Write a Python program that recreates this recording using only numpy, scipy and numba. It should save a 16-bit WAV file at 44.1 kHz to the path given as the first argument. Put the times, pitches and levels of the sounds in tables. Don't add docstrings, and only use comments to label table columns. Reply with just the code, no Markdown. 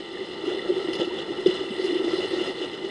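import sys
import numpy as np
from scipy import signal
from scipy.fft import rfft, irfft
from scipy.io import wavfile
from scipy.ndimage import uniform_filter1d
from numba import njit

SR = 44100
rng = np.random.default_rng(int(sys.argv[2]) if len(sys.argv) > 2 else 0)


def level_to_linear(level):
    exponent = np.asarray(level, float) / 20
    return 10 ** exponent


def inscribe(sig):
    pcm = np.round(np.clip(np.atleast_2d(sig).T, -1, 1) * 32767)
    wavfile.write(sys.argv[1], SR, pcm.astype(np.int16))


N = 127890

# t/s, effort level/dB, level of the deep slosh/dB
STIRRING = [(0, -44, -13), (.15, -43.5, -5.5), (.3, -42, -2.5), (.5, -38.5, 0), (.64, -41.5, 2.5),
            (.8, -38, -0.5), (1.1, -41, 1.5), (1.42, -40, -0.5), (1.55, -36.5, -6.5), (1.68, -39, -6),
            (1.85, -37, -3), (2.1, -36.5, 0.5), (2.3, -35.5, -5), (2.48, -36, 1.5), (2.58, -40.5, -10.5),
            (2.9, -41.5, 1)]
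# t/s, peak level/dB, f/Hz, swell time/s
GULPS = [(.2, -20.5, 383, 0.016), (.372, -23, 385, 0.011), (.432, -16.5, 356, 0.011),
         (.468, -14, 393, 0.013), (0.679, -11.5, 364, 0.026), (.716, -11, 400, 0.0068),
         (0.757, -16.5, 388, 0.014), (.842, -14, 330, 0.0063), (0.884, -14, 312, 0.0018),
         (.998, -17, 345, 0.021), (1.069, -16, 345, 0.01), (1.231, -21.5, 330, 0.0042),
         (1.265, -19.5, 397, 0.0055), (1.31, -20.5, 373, 0.0088), (1.458, 0.2, 383, 0.0069),
         (1.482, -13, 357, 0.0143), (1.792, -11, 408, 0.0055), (1.832, -13.5, 373, 0.017),
         (1.941, -15, 348, 0.025), (1.996, -14, 332, 0.0066), (2.012, -12, 355, 0.0038),
         (2.059, -15, 336, 0.019), (2.13, -10.5, 358, 0.0097), (2.177, -14.5, 380, 0.011),
         (2.248, -11.5, 410, 0.0075), (2.331, -10.5, 329, 0.0064), (2.372, -17.5, 340, 0.018),
         (2.4, -13.5, 360, 0.016), (2.44, -17.5, 337, 0.013), (2.478, -20, 366, 0.011),
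         (.005, -31, 385, 0.011), (.125, -30, 368, 0.0076), (0.177, -23, 390, 0.017),
         (.236, -28, 382, .012), (.507, -20, 403, .008), (.537, -20.5, 352, .012), (.568, -21, 380, 0.0086),
         (.935, -25, 385, 0.017), (1.132, -20.5, 404, 0.0067), (1.365, -19, 385, 0.011),
         (1.381, -21, 371, .01), (1.513, -22.5, 380, 0.015), (1.618, -25.5, 369, 0.013),
         (1.565, -23.5, 349, 0.014), (1.594, -19.5, 377, 0.017), (1.707, -23, 386, 0.016),
         (1.73, -25.5, 383, 0.014), (1.773, -19.5, 367, .008), (2.039, -18, 400, 0.0048),
         (2.599, -23, 324, 0.016), (1.89, -18, 342, 0.009)]
# t/s, peak level/dB, f/Hz, swell time/s
THUDS = [(.21, -22, 215, 0.0333), (0.455, -16.5, 296, 0.0188), (.99, -9, 183, 0.0095),
         (0.7, -22, 270, 0.0068), (0.87, -17.5, 300, 0.023), (1.457, -10, 62, 0.0059),
         (1.459, -6, 512, 0.0087), (1.46, -15, 223, 0.0048), (1.3, -14, 330, 0.0096),
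         (1.471, -8, 185, 0.0151), (1.7, -11.5, 221, 0.015), (1.918, -11.5, 318, 0.0118),
         (2.63, -20, 299, 0.018), (0.691, -10.5, 554, .015), (2.834, -21, 360, 0.011),
         (0.49, -18, 463, 0.0104), (0.17, -7, 1730, 0.0048), (1.1, -9, 950, 0.018), (1.4, -18, 860, .01),
         (1.179, -9, 3300, 0.013), (1.9, -13.5, 297, .015), (2.44, -16, 294, .012), (2.04, -15.5, 270, .01),
         (2.49, -16, 280, 0.014)]
# t/s, peak level/dB, f/Hz
DROPS = [(0.0991, -40, 2910), (0.415, -27, 3450), (0.4547, -31, 2950), (0.5191, -26, 2930),
         (0.5525, -31, 2920), (0.6219, -32, 2860), (0.9287, -22, 3000), (0.989, -23, 3500),
         (1.029, -21, 2950), (1.1801, -24, 3470), (1.1876, -27, 3460), (1.218, -30, 2900),
         (1.409, -31, 2990), (1.46, -14, 3470), (1.5762, -21, 3480), (1.616, -27, 2940), (1.815, -28, 2930),
         (1.9833, -27, 3540), (2.2043, -28, 3510), (2.2414, -24, 2900), (2.5076, -28, 3450),
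         (2.6278, -25, 3470), (2.7312, -26, 2780), (2.854, -27, 2850)]
# t/s, peak level/dB, f/Hz
PLOPS = [(0.205, -23, 2040), (0.466, -32, 780), (0.592, -18, 1920), (0.661, -26, 600), (0.847, -39, 2020),
         (0.963, -31, 830), (0.983, -26, 2010), (1.16, -31, 2060), (1.327, -26, 802), (1.459, -29, 615),
         (1.69, -23, 2050), (1.757, -30, 2030), (1.894, -33, 607), (1.918, -34, 2020), (2.004, -23, 859),
         (2.13, -32, 622), (2.205, -27, 650), (2.543, -30, 1930), (2.832, -35, 2030)]
# t/s, length/s, level/dB, brightness/(dB per octave)
SPLASHES = [(0.126, 0.011, -7, 6), (0.45, 0.038, 3, 1), (0.491, 0.04, 3, -2), (0.745, 0.089, -3.5, -1),
            (0.93, 0.0035, 11, 4.5), (0.931, 0.026, 2.5, 5), (0.984, 0.014, 4, 4), (0.998, 0.019, 9, -0.5),
            (1.027, 0.0077, 8, -0.7), (.949, 0.015, 4.5, 1.5), (1.044, 0.0091, 6, 3), (0.985, 0.042, 0, -5),
            (1.87, 0.051, 2.5, 1), (2.501, .02, -4, 2), (1.181, 0.016, 7.5, -0.5), (1.401, 0.013, -5, 7),
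            (1.46, 0.014, 12.5, 2.5), (1.482, 0.033, 6, -1.5), (1.54, 0.091, -13, -4.5),
            (1.81, 0.027, -4, 6.5), (1.839, 0.027, 6, 4.5), (1.985, .01, 2, -1), (2.194, 0.062, -1, -1.5),
            (2.226, 0.028, -2, -2), (2.307, 0.043, -1.5, -4.5), (2.389, 0.076, 4.5, 0), (2.459, 0.03, 4, 0),
            (2.61, 0.037, 7, -1), (2.728, 0.024, 1, 2), (2.847, 0.015, 3, 0)]
# f/Hz, rms level/dB
BUZZ = [(799.2, -56.5), (899.3, -57.5), (1199.1, -55.5)]
# f/Hz, width/Hz, level/dB
CAVITY = [(345, 65, -4), (373, 51.4, -0.5), (474.5, 82, -11), (820, 180, -25), (1334, 88, -22),
          (1901, 93, -18.5), (2013, 93, -16), (2728, 90, -21), (2917, 97, -15), (3480, 91, -16.5),
          (3987, 71, -21.5), (4137, 85, -21), (4490, 55, -26.5), (5085, 146, -27.5)]
# f/Hz, width/Hz, level/dB
WALLS = [(3620, 240, -25), (4860, 92, -33.5), (3120, 256, -24), (6110, 58, -38), (6430, 110, -56),
         (6640, 140, -41), (7100, 250, -43.5), (7740, 110, -40), (8360, 146, -38), (7800, 210, -51),
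         (8200, 77, -43.5), (8930, 125, -44), (9800, 98, -46.5), (11000, 160, -54.5), (10950, 130, -55)]
# f/Hz, level/dB
LEAK = [(25, -71), (90, -30.5), (200, -19), (600, -25), (1550, -35.5), (2400, -52), (5500, -42),
        (11000, -58)]


def unit(x):
    return x / np.sqrt(np.mean(x ** 2))


def walk(rate_hz):
    hold = int(SR / rate_hz)
    steps = np.repeat(rng.standard_normal(N // hold + 1), hold)
    smooth = uniform_filter1d(uniform_filter1d(steps, hold), hold)[:N]
    return (smooth - smooth.mean()) / smooth.std()


def band(x, lo_hz, hi_hz):
    edges = [lo_hz, min(hi_hz, 0.45 * SR)]
    return signal.sosfilt(signal.butter(2, edges, "band", fs=SR, output="sos"), x)


@njit
def ring(n, start, hz, cycles, size, glide, sr):
    out = np.zeros(n)
    for g in range(len(start)):
        fade = np.exp(-hz[g] / (cycles * sr))
        climb = 1 + glide * hz[g] / (cycles * sr)
        step = 2 * np.pi * hz[g] / sr
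        phase, a, i = 0., size[g], start[g]
        while a > size[g] / 300 and i < n:
            out[i] += a * np.sin(phase)
            phase += step
            step = min(step * climb, 3.)
            a *= fade
            i += 1
    return out


def grains(count, lo_hz, hi_hz, cycles, spread_db, glide):
    when, pitch, rarity = rng.random((count, 3)).T
    start = (when * N).astype(np.int64)
    hz = lo_hz * (hi_hz / lo_hz) ** pitch
    size = level_to_linear(-spread_db * np.log(1 - 0.99 * rarity)) * hz / np.sqrt(hi_hz * lo_hz)
    return unit(ring(N, start, hz, 1. * cycles, size, 1. * glide, 1. * SR))


def churn(effort, heave, shared):
    noise = rng.standard_normal(N)
    trim_db = {240: -2, 120: 2.5}
    out = np.zeros(N)
    for hz in 30 * 2. ** np.arange(9):
        flicker = 0.44 * shared + 1.88 * walk(25.01)
        slosh = heave * np.clip(np.log2(900 / hz), 0, 1)
        tilt = 0.31 * (effort + 41) * np.log2(hz / 900)
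        out += level_to_linear(flicker + slosh + tilt + trim_db.get(hz, 0)) * band(noise, hz, 2 * hz)
    return out


def fizz(shared):
    tiny = grains(count=9000, lo_hz=880, hi_hz=12300, cycles=0.9, spread_db=2.5, glide=0.054)
    return tiny * level_to_linear(0.69 * shared + 1.07 * walk(60.03))


def bubbles(heave):
    return level_to_linear(heave) * grains(count=2500, lo_hz=468, hi_hz=1575, cycles=2.28, spread_db=1.1, glide=0.142)


def wallow(t):
    s, effort, heave = np.array(STIRRING).T
    effort = np.interp(t, s, effort)
    heave = np.interp(t, s, heave)
    shared = walk(12)
    water = level_to_linear(30) * churn(effort, heave, shared)
    water += level_to_linear(27.5) * fizz(shared)
    water += level_to_linear(20) * bubbles(heave)
    return level_to_linear(effort) * water


def mains_buzz(t):
    return sum(level_to_linear(db) * np.sqrt(2) * np.sin(2 * np.pi * hz * t) for hz, db in BUZZ)


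def gulps(t):
    fade_s, rise, level_db = 0.0019, 0.018, 0.5
    out = np.zeros(N)
    for s, db, hz, swell in [*GULPS, *THUDS]:
        at = slice(int(s * SR), int(s * SR) + SR // 10)
        age = np.clip(t[at] - s, 0, 1)
        swell = max(swell, 0.002)
        attack = np.sin(np.pi / 2 * np.clip(age / swell, 0, 1))
        collapse = np.exp(-np.clip(age - swell, 0, 1) / fade_s)
        cycles = hz * age * (1 - rise + rise * age / swell)
        out[at] += level_to_linear(db + level_db) * attack * collapse * np.sin(2 * np.pi * cycles)
    return out


def drops():
    out = np.zeros(N)
    for table, level_db, cycles in ((DROPS, 16, 6.1), (PLOPS, 15.5, 4.1)):
        s, peak_db, hz = np.array(table, float).T
        start = (s * SR).astype(np.int64)
        out += ring(N, start, 1. * hz, 1. * cycles, level_to_linear(peak_db + level_db), 0.023, 1. * SR)
    return out


def splashes(t):
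    attack_s, release_s, level_db = 0.002, 0.0059, -7
    droplets = grains(count=12000, lo_hz=670, hi_hz=13000, cycles=0.98, spread_db=1.5, glide=0.11)
    spatter = unit(rng.standard_normal(N) + 0.68 * droplets)
    octaves = 523 * 2. ** np.arange(5)
    bands = np.array([band(spatter, hz, 2 * hz) for hz in octaves])
    hump_db = -0.59 * np.log2(octaves / 3000) ** 2
    out = np.zeros(N)
    for s, length, db, bright in SPLASHES:
        at = slice(int(s * SR), int(s * SR) + SR // 4)
        age = t[at] - s
        attack = np.clip(age / attack_s, 0, 1)
        release = np.exp(-np.clip(age - length, 0, 9) / release_s)
        colour = level_to_linear(level_db + db + bright * np.log2(octaves / 2400) + hump_db)
        out[at] += attack * release * (colour @ bands[:, at])
    return out


def scene():
    t = np.arange(N) / SR
    hush = level_to_linear(-16) * rng.standard_normal(N)
    return (wallow(t) + gulps(t) + drops() + splashes(t) + hush)[None]


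def housing(x, size=16384):
    f = np.maximum(np.arange(size // 2 + 1) * SR / size, 1)
    leak_hz, leak_db = np.array(LEAK).T
    power = level_to_linear(2 * np.interp(np.log(f), np.log(leak_hz), leak_db))
    for hz, width, db in [*CAVITY, *WALLS]:
        power = power + level_to_linear(2 * db) / (1 + (2 * (f - hz) / width) ** 2) ** 1.393
    cepstrum = irfft(np.log(power) / 2, size)
    cepstrum[1:size // 2] *= 2
    cepstrum[size // 2 + 1:] = 0
    impulse = irfft(np.exp(rfft(cepstrum)), size)[None, :size // 2]
    return signal.fftconvolve(x, impulse, axes=1)[:, :N]


def band_limit(x):
    return signal.sosfilt(signal.butter(12, 11140, fs=SR, output="sos"), x)


def record(dry):
    t = np.arange(N) / SR
    mix = housing(dry) + mains_buzz(t)
    mix = signal.sosfilt(signal.butter(1, 30, "high", fs=SR, output="sos"), mix)
    mix = signal.sosfilt(signal.ellip(8, 1, 75, 10950, fs=SR, output="sos"), mix)
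    return band_limit(mix)


dry = scene()
out = record(dry)
inscribe(out)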